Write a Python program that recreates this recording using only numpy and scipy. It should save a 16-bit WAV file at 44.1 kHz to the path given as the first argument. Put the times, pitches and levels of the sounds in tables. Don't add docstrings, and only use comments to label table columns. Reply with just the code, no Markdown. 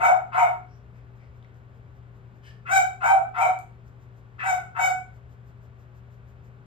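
import sys
import numpy as np
from scipy import signal
from scipy.fft import rfft, irfft, next_fast_len
from scipy.io import wavfile
from scipy.ndimage import uniform_filter1d

SR = 44100
rng = np.random.default_rng(int(sys.argv[2]) if len(sys.argv) > 2 else 0)


def dump_mix(stems):
    frames = np.atleast_2d(stems).T
    limited = np.clip(frames, -1, 1)
    pcm = np.round(limited * 32767).astype(np.int16)
    wavfile.write(sys.argv[1], SR, pcm)


N = 293697


def amp(db):
    return 10 ** (np.asarray(db) / 20)


def evened(x):
    return x / np.sqrt(np.mean(x ** 2) + 1e-20)


def smoothed(x, size):
    return uniform_filter1d(uniform_filter1d(x, size=size), size=size)


def read(points, hz):
    f, value = np.transpose(points)
    return np.interp(np.log(hz + 1), np.log(f + 1), value)


def add(mix, s, sound):
    part = mix[round(s * SR):][:len(sound)]
    part += sound[:len(part)]


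def peak(t, at, rise, fall):
    return -np.maximum(rise * (at - t), fall * (t - at))


def resonate(x, hz, width):
    pole = np.exp((2j * np.pi * hz - np.pi * width) / SR)
    return 2 * signal.lfilter([1 - abs(pole)], [1, -pole], x).real


def ring(x, modes):
    total = 0
    for hz, width, db in modes:
        twice = resonate(resonate(x, hz, width), hz, width)
        total = total + amp(db) * evened(twice)
    return total


def coloured(points, count):
    size = next_fast_len(N)
    weight = amp(read(points, np.fft.rfftfreq(size, 1 / SR)))
    spectrum = rfft(rng.standard_normal((count, size))) * weight
    return evened(irfft(spectrum, size)[:, :N])


# pitch_hz [Hz], level_db [relative dB]
THROAT_SPECTRUM = [(2250, 4), (3000, -19.5), (3780, -16), (4500, -27.5), (6000, -14.5), (7480, -10),
                   (8680, -24), (9920, -42.5), (12000, -23), (14000, -49)]
# pitch_hz [Hz], width_hz [Hz], level_db [relative dB]
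LOW_RASP_MODES = [(1125, 240, -1), (1305, 226, 4.5), (1344, 62, -15), (1400, 200, -26)]
HIGH_RASP_MODES = [(1993, 110, 13), (2576, 130, 5.5), (3210, 100, -10.5)]
TREBLE_RASP_MODES = [(3430, 200, -8.5), (5200, 2700, -5), (6760, 3900, -14), (8300, 940, -2.5),
                     (12900, 1000, -9.5)]
# pitch_hz [Hz], width_hz [Hz], level_db [relative dB]
OPENING_MODES = [(1700, 220, 3), (2100, 470, -12.5), (2630, 180, -8)]
CATCH_DB_PER_S, SWELL_DB_PER_S, FADE_DB_PER_S = 898.5, 104, 241
SECOND_RISE_DB_PER_S, SECOND_FALL_DB_PER_S = 80, 167.5
OPEN_DB_PER_S, SHUT_DB_PER_S = 320, 330
RASP_S, RASP_RISE_DB_PER_S, LOW_FALL_DB_PER_S, HIGH_FALL_DB_PER_S = 0.035, 398, 108.5, 178.5
WHISTLE_HZ, WHISTLE_RISE_DB_PER_S, WHISTLE_FALL_DB_PER_S = 919.3, 452.5, 446.5
TOP_S, CLIMB_HZ_PER_S, SETTLE_S = .025, 1400, .04
BRIGHT_DB, DULL_DB_PER_SHARE, DULL_FROM_HZ = 13, 1301, 3300


def yap(start, catch, whistle_s, wide, crest, length, top_hz, drop, wobble,
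        first_db, second_db, third_db, low_db, high_db, whistle_db, burst_db):
    t = np.arange(max(-start, 0), length, 1 / SR)

    uncaught = peak(t, catch, CATCH_DB_PER_S, 0)
    first_db = first_db + uncaught + peak(t, crest, SWELL_DB_PER_S, FADE_DB_PER_S)
    second_db = second_db + 0.31 * uncaught + peak(t, wide, SECOND_RISE_DB_PER_S, SECOND_FALL_DB_PER_S)
    third_db = third_db + uncaught + peak(t, wide, OPEN_DB_PER_S, SHUT_DB_PER_S)
    low_db = low_db + peak(t, RASP_S, RASP_RISE_DB_PER_S, LOW_FALL_DB_PER_S)
    high_db = high_db + peak(t, RASP_S, RASP_RISE_DB_PER_S, HIGH_FALL_DB_PER_S)
    whistle_db = whistle_db + peak(t, whistle_s, WHISTLE_RISE_DB_PER_S, WHISTLE_FALL_DB_PER_S)

    late = t - catch - TOP_S
    settling = drop * (np.exp(-(late / SETTLE_S) ** 2) - 1)
    hz = top_hz + np.where(late < 0, CLIMB_HZ_PER_S * late, settling)
    jitter, breath, drift, shimmer_noise = rng.standard_normal((4, SR // 2))[:, :len(t)]
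    turns = np.cumsum(hz * (1 + wobble * evened(smoothed(jitter, 250)))) / SR
    whistle_turns = np.cumsum(WHISTLE_HZ * (1 + .014 * evened(smoothed(drift, 400)))) / SR

    bright_db = BRIGHT_DB - DULL_DB_PER_SHARE * wobble
    upper = 0
    for k in range(3, 19):
        throat_db = read(THROAT_SPECTRUM, k * hz) + bright_db * (k * top_hz > DULL_FROM_HZ)
        upper = upper + amp(throat_db) * np.sin(2 * np.pi * k * turns)
    overtones = amp(second_db) * np.sin(2 * np.pi * 2 * turns) + amp(third_db) * upper
    depth = np.clip(0.55 * amp(whistle_db - first_db), 0, 1.5)
    overtones = overtones * (1 + depth * np.cos(2 * np.pi * (whistle_turns - turns)))

    pulses = (1.2 + np.exp(-(turns % 1) / 0.51)) * breath
    first = np.sqrt(2) * np.sin(2 * np.pi * turns) + 12 * wobble * ring(pulses, [(670, 110, 0)])
    rasp = amp(low_db) * ring(pulses, LOW_RASP_MODES) + amp(high_db) * ring(pulses, HIGH_RASP_MODES)
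    hiss_db = 0.58 * third_db + 0.29 * high_db + 0.45 * bright_db - 14.5
    hiss = amp(hiss_db) * ring(pulses, TREBLE_RASP_MODES)
    burst = amp(burst_db) * np.exp(-((t - .022) / 0.0083) ** 2) * ring(breath, OPENING_MODES)
    whistle = amp(whistle_db) * np.sqrt(2) * np.sin(2 * np.pi * whistle_turns)

    shimmer_band = signal.butter(3, [18, 55], "bandpass", fs=SR, output="sos")
    shimmer = 1 + .45 * evened(signal.sosfilt(shimmer_band, shimmer_noise))
    clear = shimmer * (amp(first_db) * first + np.sqrt(2) * overtones)
    voice = clear + rasp + hiss + burst + whistle
    ends = np.clip(np.minimum(t / 0.0097, (length - t) / 0.016), 0, 1)
    return max(start, 0), voice * ends


# pitch_hz [Hz], t60_s [s to fall 60 dB]
ROOM_DECAY = [(500, 0.28), (1300, 0.39), (3500, 0.33), (9000, 0.29)]


def room(x, direct_db, rise_s):
    taps = np.zeros((2, SR))
    at = np.arange(100, SR - 20, 20) + rng.integers(0, 20, (2, (SR - 101) // 20))
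    np.put_along_axis(taps, at, rng.choice([-1., 1.], at.shape), 1)
    hz, t, bands = signal.stft(taps, SR, nperseg=128)
    decay = amp(-60 * t / read(ROOM_DECAY, hz)[:, None])
    tail = signal.istft(bands * decay, SR, nperseg=128)[1][:, :SR]
    tail = tail * (1 - np.exp(-np.arange(SR) / SR / rise_s))
    tail = tail / np.linalg.norm(tail, axis=1, keepdims=True)
    tail[:, 0] = [amp(direct_db), 0]
    spectrum = rfft(tail)
    power = uniform_filter1d(abs(spectrum) ** 2, size=50, axis=1)
    power = uniform_filter1d(power, size=50, axis=1)
    response = irfft(spectrum / np.sqrt(power), SR)[:, :SR // 2]
    return signal.fftconvolve(x[None], response, axes=1)[:, :N]


# fundamental_db, second_db, third_and_above_db, low_rasp_db,
# high_rasp_db, whistle_db, opening_puff_db
YAP_ROWS = [(-.02, 0.031, 0.065, 0.074, 0.12, 0.15, 761.2, 36.7, 0.014, -12.5, -29.5, -28.5, -26, -47, -15.5, -64),
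            (.315, .04, 0.07, 0.087, 0.12, 0.2, 748.6, 28.3, 0.017, -16, -39, -29, -27, -47, -14.5, -38),
            (2.65, .058, 0.1, 0.098, 0.13, 0.17, 778.7, 40, 0.0083, -14.5, -21.5, -23, -36, -49, -47.5, -39.5),
            (3.0, 0.034, 0.074, 0.078, 0.13, .19, 774.8, 16, 0.014, -13, -26, -27, -29, -48, -19.5, -40),
            (3.335, .04, 0.072, 0.089, 0.12, 0.1656, 766.4, 24, 0.016, -17, -46, -27.5, -29, -49.5, -19.5, -43.5),
            (4.38, .062, 0.079, 0.11, 0.14, .22, 768.6, 41.3, .009, -22, -28, -32, -35, -44.5, -29.5, -32),
            (4.744, 0.042, 0.04, 0.094, 0.11, 0.16, 760.8, 28.8, 0.011, -17, -25, -24.5, -34.5, -51, -25.5, -39.5)]


def dog():
    out = np.zeros((2, N))
    for row in YAP_ROWS:
        voice = np.zeros(N)
        add(voice, *yap(*row))
        out += room(voice, direct_db=-5, rise_s=.003)
    return out


# pitch_hz [Hz], level_db [relative dB per Hz]
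AIR_SPECTRUM = [(18, -15), (40, -4.5), (65, 6), (100, 1), (160, -2), (300, -15), (450, -13), (724, -15.5),
                (1600, -20.5), (3300, -34), (4540, -42.5), (5970, -45.5), (7650, -47.5), (9520, -61),
                (11500, -49), (14000, -60)]


def air():
    return amp(-52) * coloured(AIR_SPECTRUM, count=2)


# pitch_hz [Hz], level_db [dB rms, midway between the ports], width_hz [Hz rms], pan_db [left - right dB]
MOTOR_TONES = [(119.9, -50, 0.66, 8), (395, -67.5, 7.53, 1), (540, -79, 8.7, 4), (1130, -79.5, 9.8, -4.5),
               (1440, -81, 2.7, -5)]


def hum():
    out = np.zeros((2, N))
    for hz, db, width, pan_db in MOTOR_TONES:
        wander = evened(uniform_filter1d(rng.standard_normal(N), size=4000))
        tone = np.sqrt(2) * np.sin(2 * np.pi * np.cumsum(hz + width * wander) / SR)
        out += amp(db + pan_db * np.array([[.5], [-.5]])) * tone
    return out


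# (pitch_hz [Hz], width_hz [Hz], level_db [relative dB])
AIR_PUFFS = [(2.42, 0.12, -59.5, [(1770, 200, 5), (2300, 970, 2), (2900, 500, 0), (3693, 2800, -4.5),
             (4800, 1200, -10.5), (7500, 4300, -20)]), (0.67, 0.13, -77, [(5490, 450, 5), (4900, 530, -2)]),
             (.93, .1, -73, [(2000, 1000, 6), (4500, 1500, -8)]), (1.17, 0.13, -72, [(2100, 700, 7),
             (4500, 1500, -6)])]


def puffs():
    out = np.zeros(N)
    for s, length, db, modes in AIR_PUFFS:
        size = round(length * SR)
        swell = np.sin(np.pi * np.linspace(0, 1, size) ** 0.91) ** 1.4
        add(out, s, amp(db) * ring(rng.standard_normal(size), modes) * swell)
    return out


# first_s [s], last_s [s], interval_s [s between strokes], level_db [stroke gain in dB]
STROKE_RUNS = [(0.77, 2.56, 0.2, -80.5), (3.881, 4.21, 0.15, -76), (5.162, 6.5, .1625, -75)]
# pitch_hz [Hz], level_db [relative dB]
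FUR_SPECTRUM = [(1500, -39), (3500, 2), (6000, 7), (7500, 5.5), (9000, -8), (10000, -18), (12000, 3),
                (14000, 1)]
STROKE_S = 0.03


def scratching():
    t, strokes = np.arange(N) / SR, np.zeros(N)
    for first, last, every, db in STROKE_RUNS:
        for s in np.arange(first, last, every):
            strokes += amp(db) * np.exp(-((t - s) / STROKE_S) ** 2)
    return strokes * coloured(FUR_SPECTRUM, count=2)


# start_s [s], level_db [peak dB before the room], pitch_hz [Hz], width_hz [Hz]
TICK_ROWS = [(1.426, -51, 3160, 2500), (1.445, -61, 4300, 1800), (1.446, -47.5, 2180, 500),
             (1.543, -67, 6100, 1500), (3.589, -40, 7400, 7000), (3.595, -45, 12600, 5970),
             (3.609, -65, 11800, 4067), (3.88, -60, 5850, 2000)]


def ticks():
    out = np.zeros(N)
    for s, db, hz, width in TICK_ROWS:
        impulse = rng.standard_normal(800) * np.exp(-np.arange(800) / 70)
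        snap = ring(impulse, [(hz, width, 0)])
        add(out, s, amp(db) * snap / abs(snap).max())
    return out


def close_sounds():
    return room(puffs() + ticks(), direct_db=5, rise_s=.004) + scratching()


# pitch_hz [Hz], likeness [0 to 1]
PORT_LIKENESS = [(20, .99), (180, .97), (350, .8), (700, .3), (1400, .6), (2800, .6), (5600, .75),
                 (10000, .85), (13000, .98)]
# pitch_hz [Hz], lead_rad [radians the left leads]
PORT_LEAD = [(1000, -1.6), (1500, -2.0), (2300, -4.3), (3270, -6.2), (5080, -7.2), (7300, -11.5),
             (8600, -11.0), (11500, -7.2), (14000, -7.0)]
# pitch_hz [Hz], balance_db [left - right dB]
PORT_BALANCE = [(30, 1), (110, 3.5), (250, .5), (400, -1), (700, .5), (1400, 2.6), (2300, 4.8), (4000, 1),
                (8000, .4), (13000, 0)]


def ports(field):
    size = next_fast_len(N + 2000)
    hz = np.fft.rfftfreq(size, 1 / SR)
    a, b = rfft(field, size)
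    alike = np.clip(read(PORT_LIKENESS, hz), 0, 1)
    tilt = amp(read(PORT_BALANCE, hz) / 2)
    lead = np.interp(hz, *np.transpose([(0.0024, 0.042)] + PORT_LEAD))
    left = a * tilt * np.exp(1j * lead)
    right = (alike * a + np.sqrt(1 - alike ** 2) * b) / tilt
    return irfft(np.array([left, right]), size)[:, :N]


def scene():
    return ports(dog() + air() + close_sounds()) + hum()


def record(dry):
    notch = signal.butter(3, [9100, 10900], "bandstop", fs=SR, output="sos")
    low_pass = signal.firwin(511, 14150, window=("kaiser", 9), fs=SR)
    return signal.oaconvolve(signal.sosfilt(notch, dry), low_pass[None], "same")


dry = scene()
out = record(dry)
dump_mix(out)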